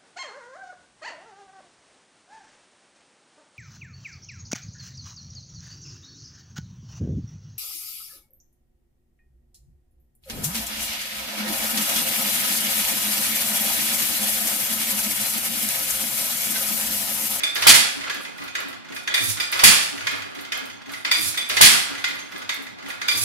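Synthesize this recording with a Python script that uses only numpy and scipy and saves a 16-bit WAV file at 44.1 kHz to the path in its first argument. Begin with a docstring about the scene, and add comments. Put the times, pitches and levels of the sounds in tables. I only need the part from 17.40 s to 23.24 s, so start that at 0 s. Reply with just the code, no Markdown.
"""Hit-and-miss engine in a garage

The engine runs on a concrete floor, heard close from above by two ports wired in opposite sense.
About every two seconds the igniter trips and it fires: a rising sine pop, then a clipping jet of noise.
In between it coasts: noise puffs and hisses through pipe and valves, gears clatter, and push rod, valves
and latch knock as bursts of noise ringing through metal modes. Low noise makes the rumble of frame and shed.
"""
import sys
import numpy as np
from scipy import signal
from scipy.fft import rfft, irfft, next_fast_len
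from scipy.io import wavfile
from scipy.ndimage import uniform_filter1d

SR = 44100
rng = np.random.default_rng(int(sys.argv[2]) if len(sys.argv) > 2 else 0)


def waveform_to_disk(signal):
    """Save audio, clipped to [-1, 1], as 16-bit WAV at the path in sys.argv[1]."""
    frames = np.transpose(np.atleast_2d(signal))
    scaled = np.clip(frames, -1, 1) * 32767
    samples = np.round(scaled).astype(np.int16)
    wavfile.write(sys.argv[1], SR, samples)


N = 257527
T = np.arange(N) / SR
CYCLE_S = 1.97  # cycle length on which the repeating patterns are timed

# The firings. Each entry: start in seconds.
FIRING_TIMES = [.2670, 2.2354, 4.2091]
# Ringing modes of the push rod. Each row: frequency in Hz, width in Hz, relative level in dB.
ROD_MODES = [(1442, 56, 4.5), (1649, 85, 3.5), (2010, 210, 11), (2444, 36, 2.5), (2570, 8.7, -5),
             (3110, 23, -3.5), (3380, 57, -4), (3380, 78, -2.5), (4240, 120, -14), (4020, 32, -21.5),
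             (4350, 82, -12), (5570, 36, -35.5), (6370, 42, -1.5)]
# Ringing modes of the cylinder head. Each row: frequency in Hz, width in Hz, relative level in dB.
HEAD_MODES = [(1458, 30, -10), (2032, 180, -2.5), (2371, 20, 1), (3490, 33, 2.5), (3580, 190, -2),
              (4774, 52, -1), (6220, 220, -7.5), (8000, 30, -13.5), (8490, 180, -12.5), (9240, 83, -28),
              (9390, 25, -16.5)]


def undb(db):
    """Decibels to an amplitude factor."""
    return 10 ** (np.asarray(db) / 20)


def unit(x):
    """Scale a sound to rms 1."""
    return x / np.sqrt(np.mean(x ** 2))


def along(points, size):
    """A (Hz, value) table read at the bins of a transform, on a log frequency axis."""
    hz, value = np.transpose(points)
    bins_hz = np.arange(size // 2 + 1) * SR / size
    return np.interp(np.log(bins_hz + 1), np.log(hz), value)


def noise(spectrum):
    """Noise of rms 1, coloured by a (Hz, dB) table."""
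    size = next_fast_len(N)
    white = rfft(rng.standard_normal(size))
    return unit(irfft(white * undb(along(spectrum, size)), size)[:N])


def ring(x, hz, width_hz):
    """Two-pole resonance."""
    return signal.lfilter(*signal.iirpeak(hz, hz / width_hz, SR), x)


def walk(rate):
    """Random levels held 1 / rate s and slewed; spread near 1."""
    k = int(SR / rate)
    steps = np.repeat(rng.standard_normal(N // k + 1), k)
    return 1.29 * uniform_filter1d(uniform_filter1d(steps, k), k)[:N]


def add(out, s, sound):
    """Lay a sound into the track at s seconds."""
    i = int(s * SR)
    out[i:i + len(sound)] += sound[:N - i]


def cycles():
    """Start and end times of every cycle from firing to firing."""
    first_s, last_s = 1.968, 1.963  # lengths of the cycles before the first and after the last firing
    marks = [FIRING_TIMES[0] - first_s, *FIRING_TIMES, FIRING_TIMES[-1] + last_s]
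    return list(zip(marks, marks[1:]))


def every_cycle(pattern):
    """A pattern timed from the firing, repeated and stretched to each cycle."""
    rows = [(a + s * (b - a) / CYCLE_S, *rest) for a, b in cycles() for s, *rest in pattern]
    return [row for row in rows if .004 < row[0] < N / SR]


def pair(spectra, weights):
    """Two ports from two unrelated spectra: one adds alike to both, the other oppositely."""
    return np.array([weights[0] * spectra[0] + k * weights[1] * spectra[1] for k in (1, -1)])


def garage():
    """Weights of the sound alike and opposite at the ports, and the decaying noise tails of the room."""
    # How long the room rings. Each row: frequency in Hz, time to fall by 60 dB in seconds.
    decay = [(100, 0.38), (500, 0.52), (2000, 0.66), (6000, 0.5), (14000, 0.15)]
    # Likeness of the sound at both ports. Each row: frequency in Hz, likeness from 0 to 1.
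    likeness = [(60, 0.84), (200, 0.79), (600, 0.79), (1000, 0.26), (1500, 0.07)]
    decay_hz, decay_s = np.transpose(decay)
    size, t, tails = next_fast_len(N + SR), T[:SR], 0
    for hz in 60 * 2 ** np.arange(0, 8.1, .5):  # half-octave bands
        t60 = np.interp(np.log(hz), np.log(decay_hz), decay_s)
        band = ring(rng.standard_normal((2, SR)), hz, hz / 2.0)
        band = band * undb(-60 * t / t60) / np.sqrt(t60)
        tails = tails + band * (1 - np.exp(-t / 0.001))
    tails = tails / np.sqrt(np.sum(tails[0] ** 2))
    alike = np.clip(along(likeness, size), 0, 1)
    weights = np.sqrt((1 + alike) / 2), np.sqrt((1 - alike) / 2)
    return weights, pair(rfft(tails, size), weights), size


def shed():
    """Low rumble of frame and shed: steady coloured noise."""
    # Colour of the rumble. Each row: frequency in Hz, relative level in dB.
    rumble = [(15, -51), (25, -23), (64, -25), (115, -6), (257, 4), (338, 2.5), (430, -13), (810, -1.5),
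              (1500, -13), (1950, -47), (3300, -120)]
    return noise(rumble)


def running():
    """Air hiss, gear teeth rattling in dense ticks, and the low throb of the intake."""
    # Levels through one cycle. Each row: seconds after firing, relative levels in dB of the
    # air hiss at the valves, the gear clatter and the intake throb.
    levels = [(0, -42.5, -17.5, -42.5), (.28, -52.5, -35, -67.5), (.34, -57.5, -31.5, -55.5),
              (.55, -52, -32.5, -65), (.66, -63, -43.5, -75), (.76, -58, -31.5, -75),
              (.86, -68, -45.5, -55), (.92, -52, -27.5, -73), (1.10, -70, -45.5, -58),
              (1.20, -91, -42, -69), (1.29, -46, -32.5, -57), (1.39, -63.5, -45, -64),
              (1.44, -64, -27.5, -80), (1.49, -41.5, -35, -68), (1.56, -31, -36, -42.5),
              (1.64, -26, -36.5, -39), (1.71, -57.5, -36.5, -54), (1.75, -46, -28, -63.5),
              (1.84, -55, -43.5, -66.5), (1.88, -38, -22.5, -57), (1.92, -38.5, -29.5, -50),
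              (1.97, -40, -19, -46)]
    # Colour of the air hiss. Each row: frequency in Hz, relative level in dB.
    hiss_colour = [(880, -46), (1500, -24), (2430, -2.5), (2860, -10), (3540, -2.5), (6360, -2), (7720, -3),
                   (10700, -0.5), (15000, -16.5)]
    # Colour of the gear clatter. Each row: frequency in Hz, relative level in dB.
    clatter_colour = [(240, -9), (400, -0.5), (450, -10), (486, 1.5), (1020, -4.5), (1190, 1), (2010, -6.5),
                      (3010, -5), (3520, -14), (3960, -7.5), (9000, -28), (11700, -41.5), (19800, -120)]
    # The throb swells once while coasting: middle in seconds, relative level in dB, length in seconds.
    hum = (2.72, -51.5, 0.6)
    throb_hz, throb_width_hz = 110, 34  # width of each of two resonances in a row

    starts, ends = np.transpose(cycles())
    turns = np.interp(T, np.append(starts, ends[-1]), np.arange(len(starts) + 1))
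    since = turns % 1 * CYCLE_S
    s, *columns = np.transpose(levels)
    hiss_db, clatter_db, throb_db = (np.interp(since, s, c) for c in columns)

    hiss = noise(hiss_colour) * undb(hiss_db + 2.9 * walk(60) + 2.4 * walk(500))

    teeth = noise(clatter_colour) * undb(2.64 * walk(150) + 3.9 * walk(30))
    # the teeth also excite the narrow modes of rod and head
    narrow = [mode for mode in ROD_MODES + HEAD_MODES if mode[1] < 100]
    ringing = sum(undb(db) * ring(teeth, hz, w) for hz, w, db in narrow)
    teeth = unit(teeth) + 0.47 * unit(ringing)

    throb = ring(rng.standard_normal(N), throb_hz, throb_width_hz)
    throb = unit(ring(throb, throb_hz, throb_width_hz))
    middle_s, hum_db, length_s = hum
    swell = undb(hum_db) * np.cos(np.pi * np.clip((T - middle_s) / length_s, -.5, .5)) ** 2

    clatter = undb(clatter_db - 8.0) * teeth
    return undb(-0.5) * hiss + clatter + (undb(throb_db + 2.5) + swell) * throb


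def puffs():
    """Each stroke of the coasting piston blows a soft, breathy note in the open exhaust pipe."""
    # Strokes of a cycle. Each row: middle in seconds after firing, relative level in dB, pitch in Hz.
    strokes = [(.057, -31.5, 251), (.305, -33.5, 280), (.5, -35.5, 282), (.628, -40.5, 292),
               (.748, -35.5, 290), (.991, -35, 272), (1.12, -45.5, 285), (1.249, -36.5, 273),
               (1.43, -41, 290), (1.552, -31, 316), (1.72, -39, 300), (1.89, -41, 300)]
    pipe_hz, pipe_width_hz, puff_s = 285, 190, .07
    out, t = np.zeros(N), T[:int(puff_s * SR)]
    breath = unit(ring(rng.standard_normal(N), pipe_hz, pipe_width_hz))
    for s, level_db, hz in every_cycle(strokes):
        air = breath[int(s * SR / 2):][:len(t)]  # another stretch of noise for each puff
        note = np.sin(2 * np.pi * hz * t) + 0.68 * air
        add(out, max(s - puff_s / 2, 0), undb(level_db) * np.hanning(len(t)) * note)
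    return out


def spits():
    """Air and small parts at the valves: sharp starts of high hiss that die away."""
    # Spits of a cycle. Each row: seconds after firing, relative level in dB,
    # time to fall by 60 dB in seconds.
    valve_spits = [(.003, -4, 0.18), (.431, -36, 0.11), (.4765, -31.5, 0.087), (.545, -40, .12),
                   (.711, -41, .1), (.773, -36, .15), (.884, -37, .12), (.937, -29.5, 0.077),
                   (1.0175, -35.5, .17), (1.281, -35, .16), (1.407, -41, 0.13), (1.477, -25, .14),
                   (1.512, -30, .15), (1.551, -31, .15), (1.572, -20.5, .25), (1.736, -26, 0.14),
                   (1.852, -22, .14), (1.926, -26, 0.17)]
    flow, t = np.zeros(N), T[:SR // 4]
    for s, level_db, t60 in every_cycle(valve_spits):
        accent = 1 + 1.1 * np.exp(-t / .002)
        add(flow, s, undb(level_db - 60 * t / t60) * accent)
    treble = ring(ring(rng.standard_normal(N), 11000, 7000), 11000, 7000)
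    return flow * unit(treble)


def blows(events, touch, modes):
    """Each blow chatters for a few ms into the casting's modes, with a broad crack and a thin treble tick."""
    # Colour of the broad part of a blow. Each row: frequency in Hz, relative level in dB.
    crack_colour = [(180, -58.5), (300, -14.5), (1020, -11), (1940, -1.5), (3220, -6), (3610, -1),
                    (3980, -8), (4770, -6), (11000, -28.5), (15000, -78)]
    out, t = np.zeros(N), T[:6144]
    mode_hz, width, mode_db = np.transpose(modes)
    tick_db, crack_db, chatter_s = touch
    for s, level_db in events:
        # the loose parts bounce: the force swells within a few milliseconds, then dies away
        shake = rng.standard_normal(len(t))
        bounce = shake * (1 - np.exp(-t / 0.0041)) * np.exp(-t / chatter_s)
        # no two blows ring the modes quite alike
        shift, spread = rng.standard_normal((2, len(mode_hz)))
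        struck = zip(mode_hz * (1 + .006 * shift), width, mode_db + 3.0 * spread)
        body = sum(undb(db) * ring(bounce, hz, w) / np.sqrt(w) for hz, w, db in struck)
        crack = irfft(rfft(bounce) * undb(along(crack_colour, len(t))), len(t))
        sound = unit(unit(body) + undb(crack_db) * unit(crack))
        sound = sound * np.sqrt(chatter_s / t[-1])  # a shorter chatter carries less energy
        tick = ring(ring(shake * np.exp(-t / 0.0024), 9900, 6000), 9900, 6000)
        add(out, s - .003, undb(level_db) * (sound + undb(tick_db) * 1.5 * tick))
    return out


def metal():
    """All blows of the valve gear, each kind ringing the rod or the head with its own touch."""
    # Push rod dropping off the cam. Each row: time in seconds, relative level in dB.
    rod_knocks = [(0.6992, -15), (1.1543, -14), (1.6771, -12.5), (2.6715, -10.5), (3.1224, -13.5),
                  (3.6507, -12), (4.6433, -9.5), (5.0945, -12.5), (5.6174, -16.5)]
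    # Valves seating in the head. Each row: time in seconds, relative level in dB.
    valve_clanks = [(0.0359, -10.5), (1.7422, -7.5), (2.0014, -12.5), (3.715, -5.5), (3.9766, -13),
                    (5.6849, -7.5)]
    # Igniter and latch tripping just before a firing. Each row: time in seconds, relative level in dB.
    trips = [(0.1571, -15.5), (0.2236, -12.5), (2.1269, -15), (2.1934, -12), (4.0985, -14.5),
             (4.1700, -9.5)]
    # Latch and governor ticking on the rod in every cycle. Each row: seconds after firing,
    # relative level in dB.
    latch_ticks = [(.343, -23.5), (.373, -24), (.482, -24.5), (.503, -33), (.585, -24.5), (.716, -29),
                   (.754, -27.5), (.814, -26), (.94, -29), (1.063, -28.5), (1.182, -35.5), (1.222, -33),
                   (1.257, -28), (1.299, -22), (1.513, -18.5), (1.707, -22.5), (1.765, -25.5)]
    # each touch: treble tick in relative dB, crack in dB against the ringing body, chatter decay in s
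    knock_touch, clank_touch = (-33, 3.7, 0.0053), (-27, -2.3, 0.0074)
    trip_touch, tick_touch = (-10.5, 40, .011), (-24.5, 0, .006)
    knocks = blows(rod_knocks, knock_touch, ROD_MODES)
    clanks = blows(valve_clanks, clank_touch, HEAD_MODES)
    tripping = blows(trips, trip_touch, ROD_MODES)
    ticking = blows(every_cycle(latch_ticks), tick_touch, ROD_MODES)
    return knocks + clanks + tripping + ticking


def pops():
    """The pressure front rings the pipe mouth just ahead of the jet, rising in pitch as the valve opens."""
    start_hz, decay_s, rise_s = 650, .007, .007  # the pitch doubles in half of rise_s
    out, t = np.zeros(N), T[:1024]
    for s in FIRING_TIMES:
        tone = np.sin(2 * np.pi * start_hz * (t + t ** 2 / rise_s))
        add(out, s, undb(-4.5) * tone * np.exp(-t / decay_s))
    return out


def jet():
    """Gas jets out through the muffler, crackling, until the cylinder is empty."""
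    # Colour of the blast. Each row: frequency in Hz, relative level in dB.
    blast_colour = [(24, -43), (40, -22.5), (182, -2.5), (582, -18), (824, -4.5), (1080, -10), (1730, -1),
                    (1960, 0.5), (2640, -0.5), (3470, -4), (4910, -1), (6780, -4.5), (10100, -4.5),
                    (15000, -22)]
    # Ringing modes of the muffler. Each row: frequency in Hz, half the width in Hz, relative level in dB.
    muffler = [(2430, 41, -2), (3360, 196, 6.5), (4530, 250, -1), (7140, 94, 0), (7950, 36, -6),
               (9100, 66, -5), (8700, 34, -6), (10380, 76, 4), (11530, 62, -1), (12200, 190, -7.5)]
    jet_db, lag_s, full_flow_s, flow_t60_s = -7, .0012, 0.039, .4
    flow, t = np.zeros(N), T[:SR // 2]
    onset = (1 - np.exp(-t / 0.0017)) * (1 + 0.24 * np.exp(-t / 0.015))
    emptying = undb(-60 * np.maximum(t - full_flow_s, 0) / flow_t60_s)
    for s in FIRING_TIMES:
        add(flow, s + lag_s, undb(jet_db) * onset * emptying)
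    gas = noise(blast_colour) * undb(2.96 * walk(60) + 2.38 * walk(900))  # crackle
    ringing = sum(undb(db) * ring(gas, hz, 2 * w) for hz, w, db in muffler)
    return flow * (gas + 0.36 * unit(ringing))


def scene():
    """All sources at both ports, each but the pops with its share of garage echo."""
    weights, echo, size = garage()

    def heard(source, gain_db, echo_db):
        """One source at both ports, its direct sound and echo mixed at echo_db."""
        # the engine is wide and near: in the treble each port hears another face of it
        faces = rfft(np.array([source(), source()]), size)
        both = pair(faces, weights) + undb(echo_db) * echo * faces[0]
        return irfft(both, size)[:, :N] * undb(gain_db) / np.sqrt(1 + undb(echo_db) ** 2)

    mix = heard(shed, gain_db=-47.5, echo_db=-11)
    mix = mix + heard(running, gain_db=2.0, echo_db=0.0)
    mix = mix + heard(puffs, gain_db=0.0, echo_db=1.5)
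    mix = mix + heard(spits, gain_db=-11.0, echo_db=-5.5)
    mix = mix + heard(metal, gain_db=-2.5, echo_db=1.5)
    mix = mix + pops()  # direct and alike at both ports
    return mix + heard(jet, gain_db=-1.5, echo_db=-1.5)


def record(dry):
    """Left is muffled in the treble, right inverted; both clip hard at full scale, then lose the top treble."""
    # Difference between the ports. Each row: frequency in Hz, left minus right in dB.
    port_tilt = [(60, 3), (110, 1), (200, -3), (380, 0), (700, -3), (1290, -0.5), (2380, -4), (4400, 3),
                 (8120, -6.5), (15000, -16.5)]
    top_hz = 15750  # a steep low-pass leaves no treble above it
    size = next_fast_len(N)
    tilt = along(port_tilt, size) / 2
    ports = irfft(rfft(dry, size) * undb([tilt, -tilt]), size)[:, :N]
    ports = ports * np.array([[1], [-1]])
    low_pass = signal.ellip(10, .2, 70, top_hz, fs=SR, output="sos")
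    return signal.sosfilt(low_pass, np.clip(ports, -1, 1))


dry = scene()
out = record(dry)
waveform_to_disk(out)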